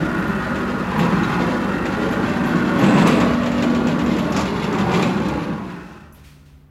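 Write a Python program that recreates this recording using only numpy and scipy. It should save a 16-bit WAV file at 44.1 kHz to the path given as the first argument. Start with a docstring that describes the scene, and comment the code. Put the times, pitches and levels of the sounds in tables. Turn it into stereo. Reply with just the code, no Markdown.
"""A warehouse, a stereo pair in front of a belt-and-drum food separator running empty. Its drive rumbles
in the steel housing, panels clatter, the belt scours the drum and loose parts rattle, swelling about every
two seconds as the belt binds. The microphone moves in close to the control box, the stop button is pressed
and let go, and the drive coasts to rest, leaving the faint hum of other equipment in the hall."""
import sys
import numpy as np
from scipy import signal
from scipy.fft import rfft, irfft, next_fast_len
from scipy.io import wavfile
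from scipy.ndimage import uniform_filter1d, minimum_filter1d

SR = 44100
rng = np.random.default_rng(int(sys.argv[2]) if len(sys.argv) > 2 else 0)


def wav_out(sig):
    """Save sig, one row per channel (or a flat mono array), as 16-bit PCM at SR to the path in sys.argv[1]."""
    wavfile.write(sys.argv[1], SR, np.round(np.clip(np.atleast_2d(sig).T, -1, 1) * 32767).astype(np.int16))


N = 295470
TIME = np.arange(N) / SR
POWER_OFF_S, STANDSTILL_S, HALL_T60_S = 4.24, 5.92, 1.52

# Speed of the motor shaft: time_s, turns_hz
SHAFT_SPEED = [(0, 16.14), (4.08, 16.14), (4.26, 14.75), (5.0, 9.5), (5.9, 1.5)]
# Microphone's path, from in front (0) to the control box (1): time_s, nearness
NEARNESS = [(0, 0.1), (1.8, 0.21), (2.6, 0.46), (3.35, 0.88), (5.3, 0.98), (6.7, 0)]
# Knocks of loose parts: start_s, level_db (levels in all tables are relative)
KNOCKS = [(.5561, -30), (.99, -24.5), (1.2331, -33), (1.853, -26), (1.997, -34), (2.1221, -29),
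          (2.285, -29), (2.435, -30), (2.5536, -30), (2.7896, -26), (2.834, -25.5), (2.9726, -25),
          (3.068, -19), (3.2016, -21), (3.4326, -28), (3.459, -28), (3.5169, -28), (3.5793, -31),
          (3.6232, -22.5), (3.7469, -27), (3.8697, -23.5), (3.99, -29), (4.0607, -29.5), (4.1649, -28),
          (4.1854, -29), (4.455, -27), (4.6423, -29), (4.7262, -26.5), (4.785, -25.5), (4.9162, -26.5),
          (4.9377, -26), (5.025, -21.5), (5.285, -31), (5.7, -41)]
# Spectra of the frame's rumble and the belt's hiss: frequency_hz, level_db
FRAME_COLOUR = [(20, -38), (35, -7), (50, -17), (68, 5.5), (90, -2), (115, 2.5), (150, -38)]
BELT_COLOUR = [(4500, -11), (7500, 2), (9500, -19), (11000, 19), (15500, 4)]


def drive(shaft):
    """Teeth and rollers make countless contacts, fewer as the shaft slows, and shake the machine."""
    activity = shaft / shaft[0] + .25
    throb = np.sin(2 * np.pi * np.cumsum(shaft) / SR)  # the load is uneven over each turn
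    contacts = impacts(3000 * activity, scatter_db=2.5) * undb(.5 * throb)
    frame = noise(FRAME_COLOUR) * strength(idle_db=-44, per_load=0.3, near_db=9, slowing_db=24)
    return frame + panels(contacts) + drum(activity) + housing(contacts) + rattle(activity)


def housing(contacts):
    """The steel housing rumbles with the load; jolts from the drive make its lowest resonance boom."""
    # Spectra of rumble and boom: frequency_hz, level_db
    rumble_colour = [(70, -53), (100, -16.5), (120, -9.5), (142, -7.5), (165, -0.5), (190, -1.5), (212, 0),
                     (235, -8), (265, -14.5), (305, -10), (380, -16.5), (600, -17)]
    boom_colour = [(100, -30), (135, -19), (160, 2), (180, 5.5), (205, 4.5), (240, -11.5), (320, -22),
                   (500, -40)]
    # Jolts: start_s, level_db
    jolts = [(0.0, -15), (.16, -12), (.27, -18), (.96, -13), (1.008, -10), (1.11, -14), (1.17, -15.5),
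             (1.36, -16), (2.38, -17), (2.53, -16), (2.822, -6), (2.95, -9), (3.03, -11), (3.2, -29),
             (3.86, -16.5), (4.06, -18), (4.33, -18), (4.78, -14), (4.94, -17), (5.1, -25), (5.22, -40),
             (5.49, -19.5)]
    rumble, boom = (stereo(steady(colour(contacts, spectrum), span_s=0.068), mono_noise(spectrum))
                    for spectrum in (rumble_colour, boom_colour))
    rumble *= strength(idle_db=-28.5, per_load=1.11, near_db=5, slowing_db=23)
    return rumble + boom * undb(-4) * blows(jolts, rise_s=0.016, t60=0.33)


def panels(contacts):
    """The panels clatter under the contacts; a few of their modes come up near the control box."""
    # Spectrum of the clatter: frequency_hz, level_db
    panel_colour = [(200, 1), (300, 6), (345, 4.5), (420, 1), (500, -2.5), (575, -4.5), (720, -4.5),
                    (860, -2), (1000, -3), (1110, -2.5), (1250, -10), (1750, -15), (2400, -20.5),
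                    (5000, -66)]
    # Panel modes: pitch_hz, width_hz, level_db
    near_modes = [(300, 30, 0), (515, 20, -8), (570, 22, -1), (1110, 35, -4)]
    clatter = steel_part(contacts, panel_colour, t60=0.054, hall_db=-4)
    clatter *= strength(idle_db=-28, per_load=1.32, near_db=3.5, slowing_db=24)
    ringing = resonances(contacts, near_modes)
    return clatter + ringing * strength(idle_db=-44, per_load=1.5, near_db=6, slowing_db=21)


def drum(activity):
    """The belt scours the perforated drum: clear, wavering modes stand out of a dense metallic ring."""
    # Drum modes: pitch_hz, width_hz, level_db, near_boost_db
    drum_modes = [(1022, 12, 2.5, -6), (1113, 9, 1, 3), (1193, 8, 3.5, -1), (1248, 10, 1, 0),
                  (1355, 14, -2, -2), (1412, 9, 2.5, 0), (1442, 7, 1.5, -3), (1539, 9, 1.5, -2),
                  (1587, 7, -8, 6), (1795, 16, -2, -7), (1873, 10, 1.5, -8), (2530, 70, -4, -2),
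                  (2670, 11, -4, -3)]
    # Spectrum of the dense ring: frequency_hz, level_db
    ring_colour = [(1000, -37), (1280, 2.5), (1450, 2), (1600, -4), (1720, -1), (1850, -2), (2050, -9),
                   (2300, -16), (2600, -10.5), (3100, -48)]
    # The machine's edge hides the drum's opening as the microphone passes: time_s, gain_db
    shade = [(0, 0), (3.05, 0), (3.33, -4), (5.3, -7.5), (5.9, -2)]
    near = curve(NEARNESS)
    forces = np.array([impacts(2500 * activity, scatter_db=4.5) for _ in range(2)])
    modes = sum(resonance(forces, hz, width_hz) * undb(db + near_db * near + 1.2 * wander(3.47))
                for hz, width_hz, db, near_db in drum_modes)
    dense = steel_part(forces[0], ring_colour, t60=0.051, hall_db=-8)
    gain = strength(idle_db=-32.5, per_load=0.27, near_db=0.5, slowing_db=24) * undb(curve(shade))
    return (undb(-1.5) * stereo(*unit(modes)) + dense) * gain


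def rattle(activity):
    """Loose parts chatter under load and after each knock, and now and then tap."""
    # Spectrum of the chatter: frequency_hz, level_db
    chatter_colour = [(1200, -41), (1900, 8.5), (2550, 7), (3300, 4.5), (4400, -0.5), (5500, -7.5),
                      (7600, -10), (8500, -58), (11000, -9.5), (15500, -66)]
    shaking = impacts(1500 * activity, scatter_db=2.5) * undb(2 * wander(27.96))
    chatter = steel_part(shaking, chatter_colour, t60=0.048, hall_db=-10, even_hz=201)
    tapping = impacts(40 * activity, scatter_db=8.5)
    taps = steel_part(tapping, knock_colour(), t60=0.035, hall_db=-20, even_hz=450)
    running = strength(idle_db=-43.5, per_load=1.25, near_db=6, slowing_db=41)
    stirred = undb(-6) * blows(KNOCKS, rise_s=0.0049, t60=0.2)
    return (chatter + undb(-10.5) * taps) * np.hypot(running, stirred)


def gears(shaft):
    """Shaft harmonics carry in front, gear tones by the control box; all sink as the motor slows."""
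    # Shaft harmonics: multiple, level_db
    orders = [(3, -43.5), (4, -40.5), (6, -40), (7, -40.5), (12, -30.5)]
    # Gear whine at full speed: pitch_hz, level_db
    whine_partials = [(289, -30), (511, -39), (654, -39.5), (1141, -39.5)]
    # Gear mesh drone at the microphone: time_s, level_db
    drone_level = [(0, -40), (.3, -38), (.45, -31.5), (1.6, -29.5), (2.3, -29.5), (2.52, -22.5),
                   (2.78, -25), (3.08, -20), (3.3, -22), (3.65, -21.5), (4.1, -21), (4.24, -24)]
    mesh_hz = 240.4
    speed, near = shaft / shaft[0], curve(NEARNESS)
    harmonics = sum(undb(db) * tone(multiple * shaft, waver_db=2, waver_hz=3.74, drift=0.0016)
                    for multiple, db in orders)
    whine = sum(undb(db) * tone(hz * speed, waver_db=3, waver_hz=10, drift=.003)
                for hz, db in whine_partials)
    powered = undb(curve(drone_level)) * fade(POWER_OFF_S, t60=0.088)
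    drone = powered * tone(mesh_hz * speed, waver_db=.6, waver_hz=6, drift=0.001)
    return drone + (harmonics * undb(-8 * near) + whine * near) * speed ** 3


def crunches():
    """A burst of coarse contacts shakes the panels each time the belt catches."""
    # Catches: start_s, level_db
    catches = [(.91, -20.5), (.96, -24.5), (1.01, -20), (1.12, -23), (1.2, -32), (1.28, -28), (1.39, -22),
               (2.96, -16), (3.04, -18), (3.21, -17), (4.71, -21), (4.9, -24)]
    # Their spectrum: frequency_hz, level_db
    spectrum = [(200, 8), (290, 12), (410, 4), (560, -6), (720, -9), (1020, 5.5), (1400, -6.5),
                (2100, -8.5), (2900, -19), (5000, -28)]
    crunch = steel_part(impacts(900, scatter_db=2), spectrum, t60=0.021, hall_db=-13, even_hz=120)
    return crunch * blows(catches, rise_s=.006, t60=0.41)


def belt_scrapes():
    """Under heavy load, fine uneven slips of the belt rasp on the drum's rim."""
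    # Scrapes: start_s, rise_s, hold_s, release_s, level_db
    scrapes = [(2.811, 0.024, 0.24, 0.24, -32.5), (4.88, .06, .12, .1, -43)]
    # Their spectrum: frequency_hz, level_db
    spectrum = [(1700, -14), (2120, 0), (2300, -7), (2580, 2), (2760, -1), (2900, -16), (3450, -7),
                (3900, -13), (5500, -24), (7200, -19), (7700, -11), (8400, -24)]
    rasp = steel_part(impacts(900, scatter_db=6), spectrum, t60=0.033, hall_db=-11, even_hz=150)
    return rasp * sum(undb(db) * swell(*timing) for *timing, db in scrapes)


def belt_rubs():
    """Where the belt rubs harder, two neighbouring drum modes sing out and beat."""
    # Rubs: start_s, rise_s, hold_s, release_s, lower_hz, upper_hz, level_db
    rubs = [(0.026, .08, .68, 0.15, 1412, 1445, -35), (1.12, 0.1, 0.12, 0.45, 1414, 1442, -37),
            (1.85, 0.4, .3, .15, 1539, 1587, -38.5)]
    out = np.zeros(N)
    for *timing, lower_hz, upper_hz, db in rubs:
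        pair = sum(tone(hz, waver_db=2, waver_hz=18, drift=.002) for hz in (lower_hz, upper_hz))
        out += unit(pair) * undb(db) * swell(*timing)
    return out


def belt_drag():
    """On its last turns the belt drags with a whirr and a hiss."""
    # Whirring modes: pitch_hz, width_hz, level_db
    whirr_modes = [(840, 30, 0), (1380, 45, 0), (1490, 50, -2), (1790, 40, -7), (2020, 40, -15),
                   (2320, 25, -10), (2540, 70, -6), (2630, 30, -11)]
    # Spectrum of the hiss: frequency_hz, level_db
    hiss_colour = [(1400, 1), (2950, -5), (5000, 4), (7000, -3), (10000, -19)]
    forces = np.array([impacts(1500, scatter_db=0) for _ in range(2)])
    whirr = stereo(*resonances(forces, whirr_modes)) * undb(-46)
    hiss = noise(hiss_colour) * undb(-62.5)
    return (whirr + hiss) * swell(start_s=5.537, rise_s=0.2, hold_s=0.19, release_s=0.24)


def belt_hiss():
    """The running belt hisses unevenly, fainter beside the control box."""
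    hiss = noise(BELT_COLOUR) * undb(0.95 * wander(33) + wander(4.3))
    return hiss * strength(idle_db=-69, per_load=0.56, near_db=-12, slowing_db=19)


def belt_swishes():
    """The belt gives short, very high swishes."""
    # Swishes: start_s, level_db
    swishes = [(.18, -51), (.27, -50), (.978, -45), (2.105, -48), (2.455, -45), (2.785, -46), (4.03, -52),
               (4.18, -48), (4.3, -50), (6.125, -50.5)]
    return noise(BELT_COLOUR) * blows(swishes, rise_s=0.004, t60=0.25)


def knocks():
    """Loose parts knock; close to the control box the crack of the first contact comes through."""
    # Spectrum of the crack: frequency_hz, level_db
    crack_colour = [(1500, 2), (2600, 7), (3600, -3), (5000, 4.5), (7400, -1), (9000, -26.5), (15000, -16)]
    body = clicks(KNOCKS, knock_colour(), t60=0.17, gain_db=-2.5, hall_db=-10)
    crack = clicks(KNOCKS, crack_colour, t60=0.025, gain_db=-4, hall_db=-18)
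    return body + crack * curve(NEARNESS) ** 2


def clunk():
    """One dull clunk in the machine carries into the hall."""
    # The blow: start_s, level_db
    blow = [(4.343, -13)]
    # Its spectrum: frequency_hz, level_db
    spectrum = [(200, 3), (450, -10), (1100, 3), (2200, -18.5), (5000, -22)]
    return clicks(blow, spectrum, t60=.2, gain_db=-7, hall_db=4)


def stop_button():
    """Close up, the stop button snaps back and its spring rings."""
    # Snaps: start_s, level_db
    snaps = [(4.3216, -27.5), (4.364, -20), (4.3924, -29), (4.4084, -27.5)]
    # Their spectrum: frequency_hz, level_db
    spectrum = [(800, -25), (2400, 14), (4000, 4), (5500, 5), (7200, 5), (9000, -16), (11000, -5),
                (15500, -31)]
    # Spring modes: pitch_hz, level_db, t60_s
    modes = [(5500, -13, .05), (6650, -12, .06), (7300, -15, .04)]
    return clicks(snaps, spectrum, t60=0.14, gain_db=-5, hall_db=-16) + struck_modes(snaps, modes)


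def ticks():
    """A part ticks sharply and rings for an instant."""
    # Ticks: start_s, level_db
    hits = [(3.074, -16), (3.083, -27), (5.025, -29), (5.2842, -28), (6.124, -42)]
    # Their spectrum: frequency_hz, level_db
    spectrum = [(1500, 1), (3800, -9), (6000, 1), (8000, 6), (11000, 5.5), (15500, -3)]
    # The part's modes: pitch_hz, level_db, t60_s
    modes = [(6080, -12, .05), (7700, -16, .04)]
    return clicks(hits, spectrum, t60=0.026, gain_db=-10, hall_db=-7) + struck_modes(hits, modes)


def clinks():
    """A loose steel part clinks in a few clear modes."""
    # Clinks: start_s, level_db
    hits = [(1.234, -34), (3.0735, -31), (5.025, -30.5), (5.285, -43)]
    # The part's modes: pitch_hz, level_db, t60_s
    modes = [(2370, -2, .22), (2555, -1, .22), (3860, 0, 0.19), (4290, -10, 0.12), (6220, -5, 0.04),
             (6480, -7, .05)]
    return struck_modes(hits, modes)


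def settling():
    """Soft scuffs and low bumps of the frame as the drive comes to rest."""
    # Scuffs and bumps: start_s, level_db
    scuffs = [(6.14, -53), (6.235, -51), (6.45, -62)]
    bumps = [(5.97, -42), (6.13, -40.5)]
    # Spectrum of the scuffs: frequency_hz, level_db
    scuff_colour = [(600, -15), (1500, 1.5), (2600, 3.5), (5000, -3), (7000, -6), (15000, -12.5)]
    scuffing = noise(scuff_colour) * blows(scuffs, rise_s=0.012, t60=0.81)
    return scuffing + noise(FRAME_COLOUR) * blows(bumps, rise_s=0.016, t60=0.47)


def hall():
    """Other equipment hums on, a little roughly, over low room tone."""
    # Hum: pitch_hz, level_db
    partials = [(75.4, -56), (145.3, -50), (207, -64), (263.8, -59.5)]
    # Room tone: frequency_hz, level_db
    room_colour = [(22, -24), (45, -7), (62, 0.5), (78, 2), (105, -21), (200, -20), (320, -20), (550, -27),
                   (1500, -34.5), (3000, -44), (7000, -64), (15000, -47)]
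    hum = sum(undb(db) * tone(hz, waver_db=1.5, waver_hz=25, drift=0.006) for hz, db in partials)
    room_db = -49 + 1.2 * wander(3.8)
    return hum + noise(room_colour) * undb(room_db)


def knock_colour():
    """The spectrum that loose parts ring with when they knock or tap."""
    # frequency_hz, level_db
    spectrum = [(500, 19.5), (1200, 9), (2700, 10.5), (4300, -5.5), (5600, -6), (7500, -1.5), (9500, -36.5),
                (15500, -19)]
    return spectrum


def strength(idle_db, per_load, near_db, slowing_db):
    """A part's gain follows load and microphone position, and loses slowing_db per tenfold slowing."""
    # The belt binds and loads the drive: start_s, rise_s, hold_s, release_s, load_db
    surges = [(0.85, 0.18, 0.32, 0.42, 4), (1.851, 0.18, 1, 0.53, 1.45), (2.697, 0.15, 0.3, 0.27, 3.5),
              (4.606, 0.38, 0.045, 0.13, 4)]
    load_db = sum(db * swell(*timing) for *timing, db in surges)
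    shaft = curve(SHAFT_SPEED)
    quiet_below = 0.44  # share of full speed
    coast_db = slowing_db * np.log10(np.minimum(shaft / shaft[0] / quiet_below, 1))
    return undb(idle_db + per_load * load_db + near_db * curve(NEARNESS) + coast_db)


def impacts(rate_hz, scatter_db):
    """Random contacts of uneven size; their rate may move."""
    hit = rng.random(N) < rate_hz / SR
    size = undb(scatter_db * np.minimum(rng.exponential(size=N), 3))
    return unit(hit * size * rng.choice([-1, 1], N) / np.sqrt(rate_hz))


def steel_part(force, spectrum, t60, hall_db, even_hz=80):
    """Steel rings under contacts that keep shifting from place to place, and the hall answers."""
    def channel():
        direct = ring(force, t60, even_hz, count=24)
        reverb = undb(hall_db) * ring(force, HALL_T60_S, count=4)
        return unit(colour(direct + reverb, spectrum))
    return stereo(channel(), channel())


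def ring(x, t60, even_hz=160, count=1):
    """Excite a crowd of close, decaying modes, drawn anew for each of count stretches of time."""
    t = TIME[:int(t60 * SR) + 2]
    size = next_fast_len(2 * len(t))
    out = np.zeros(N + len(t))
    for span in np.array_split(np.arange(N), count):
        response = rfft(rng.standard_normal(2 * SR)[:len(t)] * decay(t, t60), size)
        # level the spectrum by its mean power within even_hz either side
        power = uniform_filter1d(np.abs(response) ** 2, size=int(2 * even_hz * size / SR) + 1)
        rung = signal.fftconvolve(x[span], irfft(response / np.sqrt(power), size)[:len(t)])
        out[span[0]:span[0] + len(rung)] += rung
    return out[:N]


def clicks(hits, spectrum, t60, gain_db, hall_db):
    """Each blow is a short burst of dense modes with a tail from the hall."""
    envelope = undb(gain_db) * blows(hits, rise_s=.0007, t60=t60)
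    mid, side = (envelope * mono_noise(spectrum) for _ in range(2))
    return stereo(*(x + undb(hall_db) * ring(x, HALL_T60_S / 2) for x in (mid, side)))


def struck_modes(hits, modes):
    """Each blow sets the same few modes ringing, in a different phase at each capsule."""
    out = np.zeros((2, N))
    for start_s, hit_db in hits:
        start = int(start_s * SR)
        t = TIME[:min(SR // 2, N - start)]
        for hz, db, t60 in modes:
            phase = 2 * rng.random((2, 1))
            envelope = undb(hit_db + db) * np.minimum(t * hz / 2, 1) * decay(t, t60)
            out[:, start:start + len(t)] += np.sin(2 * np.pi * hz * t + phase) * envelope
    return out


def resonance(x, hz, width_hz):
    """One ringing mode at rms 1."""
    pole = np.exp(-np.pi * width_hz / SR)
    return unit(signal.lfilter([1, 0, -1], [1, -2 * pole * np.cos(2 * np.pi * hz / SR), pole ** 2], x))


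def resonances(x, modes):
    """Several modes under one force, together at rms 1."""
    return unit(sum(undb(db) * resonance(x, hz, width_hz) for hz, width_hz, db in modes))


def tone(hz, waver_db, waver_hz, drift):
    """A partial whose level and pitch waver."""
    turns = np.cumsum(hz * (1 + drift * wander(waver_hz))) / SR + rng.random()
    return unit(np.sin(2 * np.pi * turns) * undb(waver_db * wander(waver_hz)))


def noise(spectrum):
    """Coloured stereo noise."""
    return stereo(mono_noise(spectrum), mono_noise(spectrum))


def mono_noise(spectrum):
    """Coloured noise at rms 1."""
    return unit(colour(rng.standard_normal(N), spectrum))


def stereo(mid, side):
    """Bass reaches both capsules alike; treble comes from all around."""
    # Stereo width: frequency_hz, side_gain_db
    width = [(60, -24), (130, -33), (290, -16.5), (640, -7), (1400, -5), (3100, -4.5), (7000, -7),
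             (9000, 4), (15000, -3)]
    side = irfft(rfft(side) * undb(per_bin(width)), N)
    return np.array([mid + side, mid - side])


def colour(x, spectrum):
    """Filter by a spectrum that falls away beyond its ends."""
    (low_hz, low_db), (high_hz, high_db) = spectrum[0], spectrum[-1]
    closed = [(low_hz / 4, low_db - 60), *spectrum, (high_hz * 4, high_db - 60)]
    return irfft(rfft(x) * undb(per_bin(closed)), N)


def per_bin(points):
    """Join (Hz, value) points on a log-frequency axis."""
    hz, value = np.transpose(points)
    return np.interp(np.log(np.maximum(np.fft.rfftfreq(N, 1 / SR), 1)), np.log(hz), value)


def blows(hits, rise_s, t60):
    """Envelope of a row of blows: each builds quickly and dies away."""
    envelope = np.zeros(N)
    for start_s, db in hits:
        start = int(start_s * SR)
        t = TIME[:min(SR, N - start)]
        envelope[start:start + len(t)] += undb(db) * (1 - np.exp(-t / rise_s)) * decay(t, t60)
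    return envelope


def swell(start_s, rise_s, hold_s, release_s):
    """Rise to 1, hold and let go."""
    return np.interp(TIME, start_s + np.cumsum([0, rise_s, hold_s, release_s]), [0, 1, 1, 0])


def fade(start_s, t60):
    """Full strength up to a moment, then a steady decay."""
    return decay(np.maximum(TIME - start_s, 0), t60)


def decay(t, t60):
    """Fall by 60 dB every t60 seconds."""
    return np.exp(-np.log(1000) * t / t60)


def curve(points):
    """Join (s, value) points by straight lines."""
    return np.interp(TIME, *np.transpose(points))


def wander(rate_hz):
    """Smooth random motion at rms 1."""
    step = int(SR / rate_hz)
    held = np.repeat(rng.standard_normal(N // step + 1), step)
    return unit(uniform_filter1d(uniform_filter1d(held, step), step)[:N])


def steady(x, span_s):
    """Even out level changes slower than span_s."""
    return x / np.sqrt(uniform_filter1d(x ** 2, size=int(span_s * SR)) + 1e-12)


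def unit(x):
    """Scale to rms 1."""
    return x / np.sqrt(np.mean(x ** 2))


def undb(db):
    """Decibels to gain."""
    return 10 ** (np.asarray(db) / 20)


def scene():
    """The machine, shifting left as the microphone moves in, and the hall around it."""
    shaft = curve(SHAFT_SPEED)
    left_minus_right_db = -1.07 + 2.5 * curve(NEARNESS)
    pan = undb(np.array([[1], [-1]]) * left_minus_right_db / 2)
    running = drive(shaft) + belt_hiss() + gears(shaft)
    machine = running * pan * fade(STANDSTILL_S, HALL_T60_S)  # dies with the hall's reverberation
    strikes = knocks() + clunk() + stop_button() + ticks() + clinks() + settling()
    belt = belt_swishes() + crunches() + belt_scrapes() + belt_drag() + belt_rubs()
    return machine + strikes + belt + hall()


def record(dry):
    """The two capsules differ in colour and phase; a limiter holds the peaks; the top is cut steeply."""
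    # Balance of the pair: frequency_hz, left_minus_right_db
    balance = [(60, 1), (200, 1.4), (700, 2.5), (1300, -2), (2400, -0.5), (4400, 4), (8000, -0.5),
               (15000, 0)]
    # Phase between the capsules: frequency_hz, left_lead_rad
    phase_lead = [(20, 0), (600, .35), (3000, .6), (4000, .2), (8100, 0)]
    ceiling, top_hz = .9, 15900
    left_response = undb(per_bin(balance) / 2) * np.exp(.5j * per_bin(phase_lead))
    fade_in = np.minimum(TIME / .005, 1)
    pair = irfft(rfft(dry * fade_in) * np.array([left_response, 1 / left_response]), N)
    allowed_gain = ceiling / np.maximum(np.abs(pair).max(axis=0), ceiling)
    limiter_gain = uniform_filter1d(minimum_filter1d(allowed_gain, size=401), size=401)
    lowpass = signal.ellip(10, .2, 80, top_hz, fs=SR, output="sos")
    return signal.sosfilt(lowpass, pair * limiter_gain)


dry = scene()
out = record(dry)
wav_out(out)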